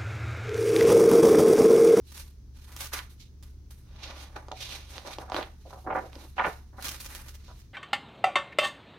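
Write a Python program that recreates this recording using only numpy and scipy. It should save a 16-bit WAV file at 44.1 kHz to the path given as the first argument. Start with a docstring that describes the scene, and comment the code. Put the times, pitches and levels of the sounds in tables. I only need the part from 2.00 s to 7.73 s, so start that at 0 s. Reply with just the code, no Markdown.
"""A quiet library: a large picture book is lowered, a stiff page is turned, and the book is raised again.
Hands brush and scuff the glossy paper and sheet slides on sheet, fibres catching and letting go.
Creases tick, and the bent page buckles in pops and flurries with a hollow, briefly ringing colour.
Shelves give a short, soft reverberation over the hum of the ventilation."""
import sys
import numpy as np
from scipy import signal
from scipy.fft import rfft, irfft
from scipy.io import wavfile

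SR = 44100
rng = np.random.default_rng(int(sys.argv[2]) if len(sys.argv) > 2 else 0)


def dump_mix(stems):
    """Bounce the given channels to the path in sys.argv[1] as a 16-bit WAV at rate SR."""
    frames = np.atleast_2d(stems).T  # one column per channel
    limited = np.clip(frames, -1, 1)  # hard clip at full scale
    pcm = np.round(limited * 32767).astype(np.int16)
    wavfile.write(sys.argv[1], SR, pcm)


N = 252770
TIME = np.arange(N) / SR

# tone colour of skin rubbing glossy paper: frequency_hz, gain_db
SKIN_EQ = [(150, -1), (450, -4.5), (650, -6), (1000, 0), (2000, -2), (2900, -1), (4200, -4), (6300, -0.5),
           (7600, -6), (11000, -6.5), (15500, -7)]


def undb(db):
    """Decibels to gain."""
    return 10 ** (np.asarray(db) / 20)


def gain(eq, hz):
    """Gain of a (Hz, dB) curve at the given frequencies."""
    eq_hz, eq_db = np.transpose(eq)
    return undb(np.interp(np.log(hz + 1), np.log(eq_hz), eq_db))


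def colour(x, eq, size=2048):
    """Causal filter with the given EQ curve, built from its cepstrum."""
    cepstrum = irfft(np.log(gain(eq, np.fft.rfftfreq(size, 1 / SR))))
    cepstrum[1:size // 2] *= 2
    cepstrum[size // 2 + 1:] = 0
    response = irfft(np.exp(rfft(cepstrum)))[:size // 2]
    response = response.reshape((1,) * (x.ndim - 1) + (-1,))
    return signal.fftconvolve(x, response, axes=-1)[..., :x.shape[-1]]


def band(x, hz, kind, order=2):
    """Butterworth filter."""
    sos = signal.butter(order, np.minimum(hz, SR / 2 - 1), kind, fs=SR, output="sos")
    return signal.sosfilt(sos, x)


def rms(x):
    """Root mean square."""
    return np.sqrt(np.mean(x ** 2)) + 1e-12


def unit_band(x, low_hz, high_hz):
    """One band of a stereo sound, scaled so that its mono mix has rms 1."""
    y = band(x, [low_hz, high_hz], "band", order=3)
    return y / rms(y.mean(axis=0))


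def add(track, start_s, x):
    """Mix a sound into a track."""
    i = max(int(start_s * SR), 0)
    track[..., i:i + x.shape[-1]] += x[..., :N - i]


def wander(rate_hz):
    """Smooth random drift with a standard deviation near 1."""
    return np.interp(TIME * rate_hz, np.arange(4096), rng.standard_normal(4096)) * np.sqrt(1.5)


def grains(per_s, spread_db):
    """Random tiny impulses of either sign, a few much larger than the rest."""
    size = undb(spread_db * np.minimum(rng.exponential(size=N), 4))
    x = (rng.random(N) < per_s / SR) * size * np.sign(rng.standard_normal(N))
    return x / rms(x)


def widen(centre, side, above_hz, width):
    """A broad source: left and right agree in the bass and part in the treble."""
    side = width * band(side, above_hz, "high", order=1)
    return np.array([centre + side, centre - side])


def burst(x, start_s, hold_s, attack_s=0.0022, fade_s=0.014):
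    """A stretch of x, brought to rms 1, that rises, holds, then dies away."""
    piece = x[..., int(start_s * SR):][..., :SR // 5]
    t = TIME[:piece.shape[-1]]
    envelope = np.minimum(t / attack_s, 1) * np.exp(-np.maximum(t - hold_s, 0) / fade_s)
    return piece / rms(piece[..., t < hold_s + fade_s]) * envelope


def ventilation():
    """Duct rumble and faint hiss under slightly wavering fan and mains tones."""
    # tone colour of the duct air: frequency_hz, gain_db
    air_eq = [(15, -41.5), (33, -7), (52, 2.5), (80, -11), (102, -5), (150, -14), (240, -18), (400, -25),
              (600, -39.5), (1200, -42), (2800, -48), (6200, -41.5), (7400, -54), (16000, -53)]
    # fan and mains tones: pitch_hz, level_db
    hum_tones = [(34.5, -56.5), (69.2, -50.5), (118.6, -62)]
    centre, side, diffuse = rng.standard_normal((3, N))
    air = widen(centre, side, above_hz=695, width=0.94) + 0.16 * np.array([diffuse, -diffuse])
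    air = irfft(rfft(air) * gain(air_eq, np.fft.rfftfreq(N, 1 / SR)), N)
    above_rumble = band(air.mean(axis=0), 135, "high", order=6)
    air *= undb(-61.5) / rms(above_rumble)
    hum = np.zeros(N)
    for pitch_hz, level_db in hum_tones:
        amplitude = np.sqrt(2) * undb(level_db + 1.8 * wander(4.9))
        phase = 2 * np.pi * np.cumsum(pitch_hz + 1.246 * wander(5)) / SR
        hum += amplitude * np.sin(phase)
    return air + hum


def room(x, early_db, early_t60, late_db, late_t60, treble_t60):
    """Near shelves scatter the sound at once; the aisle holds a soft tail, shorter in the treble."""
    t = TIME[:SR // 2]
    early, late = rng.standard_normal((2, 2, len(t)))
    early = widen(*early, above_hz=700, width=0.093) * (t > 0.003) * undb(-60 * t / early_t60)
    late = widen(*late, above_hz=750, width=1.0)
    low = band(late, 3000, "low", order=1)
    late = low * undb(-60 * t / late_t60) + (late - low) * undb(-60 * t / treble_t60)
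    late *= np.minimum(t / 0.024, 1)
    response = sum(undb(db) * echoes / np.sqrt(np.sum(echoes ** 2) / 2)
                   for db, echoes in [(early_db, early), (late_db, late)])
    return x + signal.fftconvolve(x, response, axes=-1)[:, :N]


def friction(eq, per_s, spread_db, judder_db, crackle_db):
    """Fibres catch and let go in uneven spurts, with a sparser crackle, and the paper radiates them."""
    catches = widen(grains(per_s, spread_db), grains(per_s, spread_db), above_hz=2100, width=1.0)
    crackle = undb(crackle_db) * grains(per_s=130, spread_db=1.1)
    return colour(catches * undb(judder_db * wander(110)) + crackle, eq)


def rubbing(strokes, texture, body_low_hz, edge_hz, edge_db, edge_spread):
    """Each stroke speeds up and slows: the surface hisses, the sheet sounds and its edge rasps."""
    hiss = unit_band(texture, 8530, 14250)
    rasp = unit_band(texture, 2350, 6450)
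    body = unit_band(texture, body_low_hz, 2130)
    # narrow resonances of the edge take turns as the point of contact moves
    centres_hz = edge_hz * (1 + edge_spread * np.linspace(-1, 1, 4))
    edge = sum(undb(4.5 * wander(22)) * band(rasp, [hz - 140, hz + 140], "band", order=1)
               for hz in centres_hz)
    rasp = undb(-2.5) * rasp + undb(edge_db) * edge
    linger = 0.22  # share of the swell and fade spent near top speed
    out = np.zeros((2, N))
    for fastest_s, level_db, swell_s, fade_s, hiss_db, body_db in strokes:
        from_peak = np.clip(np.maximum((fastest_s - TIME) / swell_s, (TIME - fastest_s) / fade_s), 0, 20)
        speed = np.exp(linger - np.hypot(from_peak, linger))
        out += undb(level_db) * speed * (rasp + undb(hiss_db) * hiss + undb(body_db) * body)
    return out


def hand_brushes():
    """Skin glides over the glossy pages with a fine, bright friction."""
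    # strokes of a hand: fastest_s, level_db, swell_s, fade_s, hiss_db, body_db
    strokes = [(0.075, -61, 0.014, .035, -4, -13), (0.18, -51, 0.028, 0.046, -0.5, -6),
               (0.565, -63, 0.014, 0.081, -5.5, -5.5), (0.695, -69, 0.022, 0.026, 4, 3),
               (0.82, -47.5, 0.033, 0.035, 0.5, -3.5), (0.934, -42, 0.0056, 0.037, -3, -1.5),
               (1.098, -67.5, 0.0022, .035, 3, -5), (1.205, -56.5, 0.009, 0.036, -12, -20),
               (1.43, -65, 0.002, 0.049, 0, -1), (1.712, -67.5, 0.0081, 0.076, 4, -1.5),
               (3.405, -66, .03, 0.094, -2.5, -4), (3.68, -64.5, 0.041, 0.13, -14, -4.5),
               (3.82, -82, 0.09, 0.038, 11, -6), (3.96, -63, 0.018, 0.19, -6, 0),
               (4.2, -61, 0.045, 0.043, -6.5, -1), (4.295, -72, 0.036, 0.017, 7, -18),
               (4.385, -56, 0.0095, 0.05, -16.5, -1), (4.467, -53, 0.011, 0.054, -2.5, -3),
               (4.85, -44, 0.021, 0.078, -2, -2), (5.012, -56, .007, 0.023, 7, -6),
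               (5.112, -53, 0.016, 0.098, 0.5, 2.5), (5.48, -62.5, 0.063, 0.08, -17, -9),
               (5.55, -76, 0.017, 0.043, 3, -13)]
    skin = friction(SKIN_EQ, per_s=13000, spread_db=3.0, judder_db=2.5, crackle_db=-10)
    return rubbing(strokes, skin, body_low_hz=302, edge_hz=4040, edge_db=-9, edge_spread=0.072)


def hand_scuffs():
    """A hand sticks, then slips with a short dry rasp."""
    # slips of skin on paper: start_s, level_db, hold_s
    slips = [(0.118, -49, 0.0054), (0.141, -49, 0.008), (0.719, -51, 0.0055), (0.765, -42, 0.0043),
             (0.804, -37.5, .006), (0.844, -41.5, 0.02), (0.972, -47, 0.0056), (1.426, -52.5, .005),
             (1.707, -54.5, 0.0049), (4.844, -34.5, 0.011), (4.881, -35, 0.014), (4.906, -42, 0.013),
             (5.001, -43, 0.0079), (5.044, -43, 0.023), (5.149, -39.5, 0.0051), (5.282, -47.5, 0.016),
             (5.341, -51.5, 0.014), (5.591, -58, 0.023)]
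    skin = friction(SKIN_EQ, per_s=5000, spread_db=6.0, judder_db=2.0, crackle_db=-25)
    out = np.zeros((2, N))
    for start_s, level_db, hold_s in slips:
        rasp = burst(skin, start_s, hold_s, attack_s=0.00016, fade_s=0.0084)
        add(out, start_s, undb(level_db) * rasp)
    return out


def page_slides():
    """The page drags over its neighbour in short pulls, darker than skin on paper."""
    # tone colour of paper rubbing paper: frequency_hz, gain_db
    paper_eq = [(150, 16), (450, 9.5), (750, 13), (1200, 10), (1800, 5), (2500, 0), (3100, -2), (4000, 2),
                (5000, -2.5), (6300, -3), (7400, -16.5), (11500, -23.5), (15500, -25)]
    # pulls of the page: fastest_s, level_db, swell_s, fade_s, hiss_db, body_db
    pulls = [(1.97, -69.5, .08, 0.046, -14, 1), (2.044, -47.5, 0.015, 0.022, -18.5, -21),
             (2.09, -53.5, 0.052, .075, -23.5, 3.5), (2.23, -53.5, 0.055, 0.029, -6.5, -2.5),
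             (2.365, -51, 0.0052, 0.0098, -14, 11), (2.41, -73, 0.1, 0.074, -2.5, 14),
             (2.625, -41.5, 0.029, 0.039, -11.5, -12.5), (2.725, -44.5, 0.028, 0.056, -10, -4.5),
             (2.91, -62, 0.017, 0.052, 1.5, -8), (2.968, -50.5, 0.036, 0.024, -12, 1.5),
             (3.075, -48, 0.02, 0.019, -11, 3), (3.135, -49.5, .02, 0.014, -8.5, -1),
             (3.215, -59.5, 0.029, 0.023, -3.5, 8), (3.372, -46.5, 0.029, 0.037, -11.5, 10)]
    paper = friction(paper_eq, per_s=7000, spread_db=2.5, judder_db=2.0, crackle_db=-12.5)
    return rubbing(pulls, paper, body_low_hz=290, edge_hz=3070, edge_db=-10, edge_spread=0.21)


def crease_ticks():
    """A crease gives way: a sharp click and a few milliseconds of fibre crackle."""
    # crisp ticks of creases and page edges: start_s, peak_db, cutoff_hz
    ticks = [(0.178, -27, 12000), (0.7642, -27, 14900), (0.8119, -21, 15200), (0.991, -23, 4950),
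             (2.484, -36.5, 7060), (2.5174, -27.5, 6030), (2.981, -23.5, 5050), (3.074, -29, 7800),
             (3.1854, -26.5, 5040), (3.2993, -32, 7050), (3.32, -26.5, 4300), (3.345, -18, 3800),
             (3.365, -16.5, 3900), (3.428, -24.5, 4120), (4.131, -36, 4640), (4.155, -34, 5170),
             (4.825, -24, 15800), (5.005, -28, 14000), (5.15, -30, 14000)]
    out, t = np.zeros((2, N)), TIME[:SR // 50]
    for start_s, peak_db, cutoff_hz in ticks:
        crackle = 0.14 * rng.standard_normal((2, len(t))) * np.exp(-t / 0.0016)
        snap = band(signal.unit_impulse(len(t)) + crackle, 810, "high", order=1)
        tick = band(snap, cutoff_hz, "low", order=6) + undb(-30) * snap
        add(out, start_s, undb(peak_db) * tick / abs(tick).max())
    return out


def page_tone(x):
    """The page radiates a broad hump; a few narrow resonances add a hollow, briefly ringing colour."""
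    # tone colour of the stiff sheet: frequency_hz, gain_db
    sheet_eq = [(100, -6.5), (220, 2.5), (400, 3), (600, -1), (850, -2), (1300, -4), (2200, -8.5),
                (5000, -10.5)]
    # narrow resonances that colour the pops and flurries: pitch_hz, bandwidth_hz, gain_db
    resonances = [(588, 9, -26), (750, 12, 8.5), (964, 45, -0.5), (1313, 25, -10.5)]
    x = colour(x, sheet_eq)
    return x + sum(undb(db) * band(x, [hz - width / 2, hz + width / 2], "band", order=1)
                   for hz, width, db in resonances)


def bent_patch(x, centre_hz, octaves):
    """A bent patch radiates in its own register; a larger, lower patch also pushes more air."""
    low_hz, high_hz = centre_hz / 2 ** (octaves / 2), centre_hz * 2 ** (octaves / 2)
    register = band(band(x, low_hz, "high", order=4), high_hz, "low", order=6)
    air_push = undb(-10) * (400 / low_hz) * band(x, [110, 210], "band")
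    return register + air_push


def page_flurries(buckles):
    """Buckles run across the bending sheet; the tighter the bend, the higher they sound."""
    # runs of small buckles: start_s, level_db, hold_s, centre_hz, width_octaves
    flurries = [(0.678, -60.5, 0.095, 1280, 1.4), (0.802, -52, 0.053, 1240, 1.6),
                (0.919, -43.5, 0.081, 1620, 1), (2.359, -42.5, 0.009, 1090, 1.65),
                (3.048, -45.5, 0.06, 650, 1.46), (3.207, -46, 0.03, 730, 1.8),
                (3.279, -48.5, 0.017, 955, 1.5), (3.375, -35, 0.04, 705, 2.1),
                (3.369, -43.5, 0.067, 1470, 2.9), (3.653, -50, 0.027, 554, 0.76),
                (3.704, -52, 0.091, 740, 1.45), (3.842, -51, 0.054, 590, 1.7),
                (3.863, -37, 0.056, 720, 2.33), (3.9, -34.5, 0.027, 990, 2.3),
                (3.948, -30, 0.039, 860, 2.17), (4.003, -45, 0.058, 547, 0.7), (4.12, -56, .14, 526, 2.3),
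                (4.367, -45.5, 0.023, 1100, 3.2), (4.3797, -27, 0.017, 1350, 1.98),
                (4.408, -35, 0.019, 1210, 1.8), (4.439, -28, 0.012, 1550, 1.4),
                (4.455, -31, 0.021, 1080, 1.9), (4.727, -59, 0.069, 710, 2.7), (4.782, -46, .02, 970, 1.8),
                (5.481, -54, 0.037, 856, 1.7)]
    out = np.zeros((2, N))
    for start_s, level_db, hold_s, centre_hz, octaves in flurries:
        flurry = burst(bent_patch(buckles, centre_hz, octaves), start_s, hold_s)
        add(out, start_s, undb(level_db) * flurry)
    return out


def page_pops(buckles):
    """The curved sheet snaps through: a push of air, a brief ring, then a shiver of small buckles."""
    # snaps of the bent page: start_s, peak_db, centre_hz, width_octaves
    snaps = [(2.364, -52, 1050, 1.5), (2.484, -33.5, 710, 1.7), (2.515, -26.5, 784, 1.6),
             (2.5252, -27.5, 710, .3), (2.981, -35.5, 880, 2.3), (3.1847, -24.5, 640, 1.73),
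             (3.2998, -28, 860, 0.96), (3.32, -20, 860, 1.2), (3.3447, -19.5, 677, 2.46),
             (3.3651, -22.5, 760, 2.3), (3.389, -32, 570, 1.1), (3.73, -31.5, 830, 1.75),
             (3.8728, -23.5, 930, 1.64), (3.9044, -22, 910, 1.4), (3.93, -22.5, 800, 0.31),
             (3.958, -21, 960, 2.2), (4.163, -36, 330, 1.8), (4.3985, -12, 1260, 1.6),
             (4.4054, -18.5, 1000, 1.1), (4.4483, -16.5, 1050, 1.2), (4.468, -18.5, 770, 1.2),
             (4.479, -21.5, 710, 1.8)]
    shiver_db = -18.5  # relative to the pop's peak
    push = page_tone(signal.unit_impulse(2048))
    out = np.zeros((2, N))
    for start_s, peak_db, centre_hz, octaves in snaps:
        pop = bent_patch(push, centre_hz, octaves)
        add(out, start_s - 0.0003, undb(peak_db) * pop / abs(pop).max())
        shiver = burst(bent_patch(buckles, centre_hz, octaves), start_s, hold_s=0.0087, fade_s=0.0073)
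        add(out, start_s, undb(peak_db + shiver_db) * shiver)
    return out


def scene():
    """All the paper sounds come from a little to the right, in one room, over the ventilation."""
    # stereo balance of the book: frequency_hz, left_minus_right_db
    balance = [(300, 0), (700, -1), (1300, -2.5), (2400, -4), (4400, -7), (8000, -0.5), (15000, 0)]
    centre, side = grains(per_s=1900, spread_db=3.8), grains(per_s=2100, spread_db=2.84)
    buckles = page_tone(widen(centre, side, above_hz=1120, width=0.62))
    book = hand_brushes() + page_slides() + hand_scuffs() + crease_ticks()
    book += page_flurries(buckles) + page_pops(buckles)
    book = room(book, early_db=-9.5, early_t60=0.04, late_db=-13.5, late_t60=0.28, treble_t60=0.16)
    left_gain = np.sqrt(gain(balance, np.fft.rfftfreq(N, 1 / SR)))
    book = irfft(rfft(book) * np.array([left_gain, 1 / left_gain]), N)
    return book + ventilation()


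def record(dry):
    """A steep low-pass trims the very top of the treble."""
    cutoff_hz = 16100
    return signal.sosfilt(signal.ellip(10, 0.2, 70, cutoff_hz, fs=SR, output="sos"), dry)


dry = scene()
out = record(dry)
dump_mix(out)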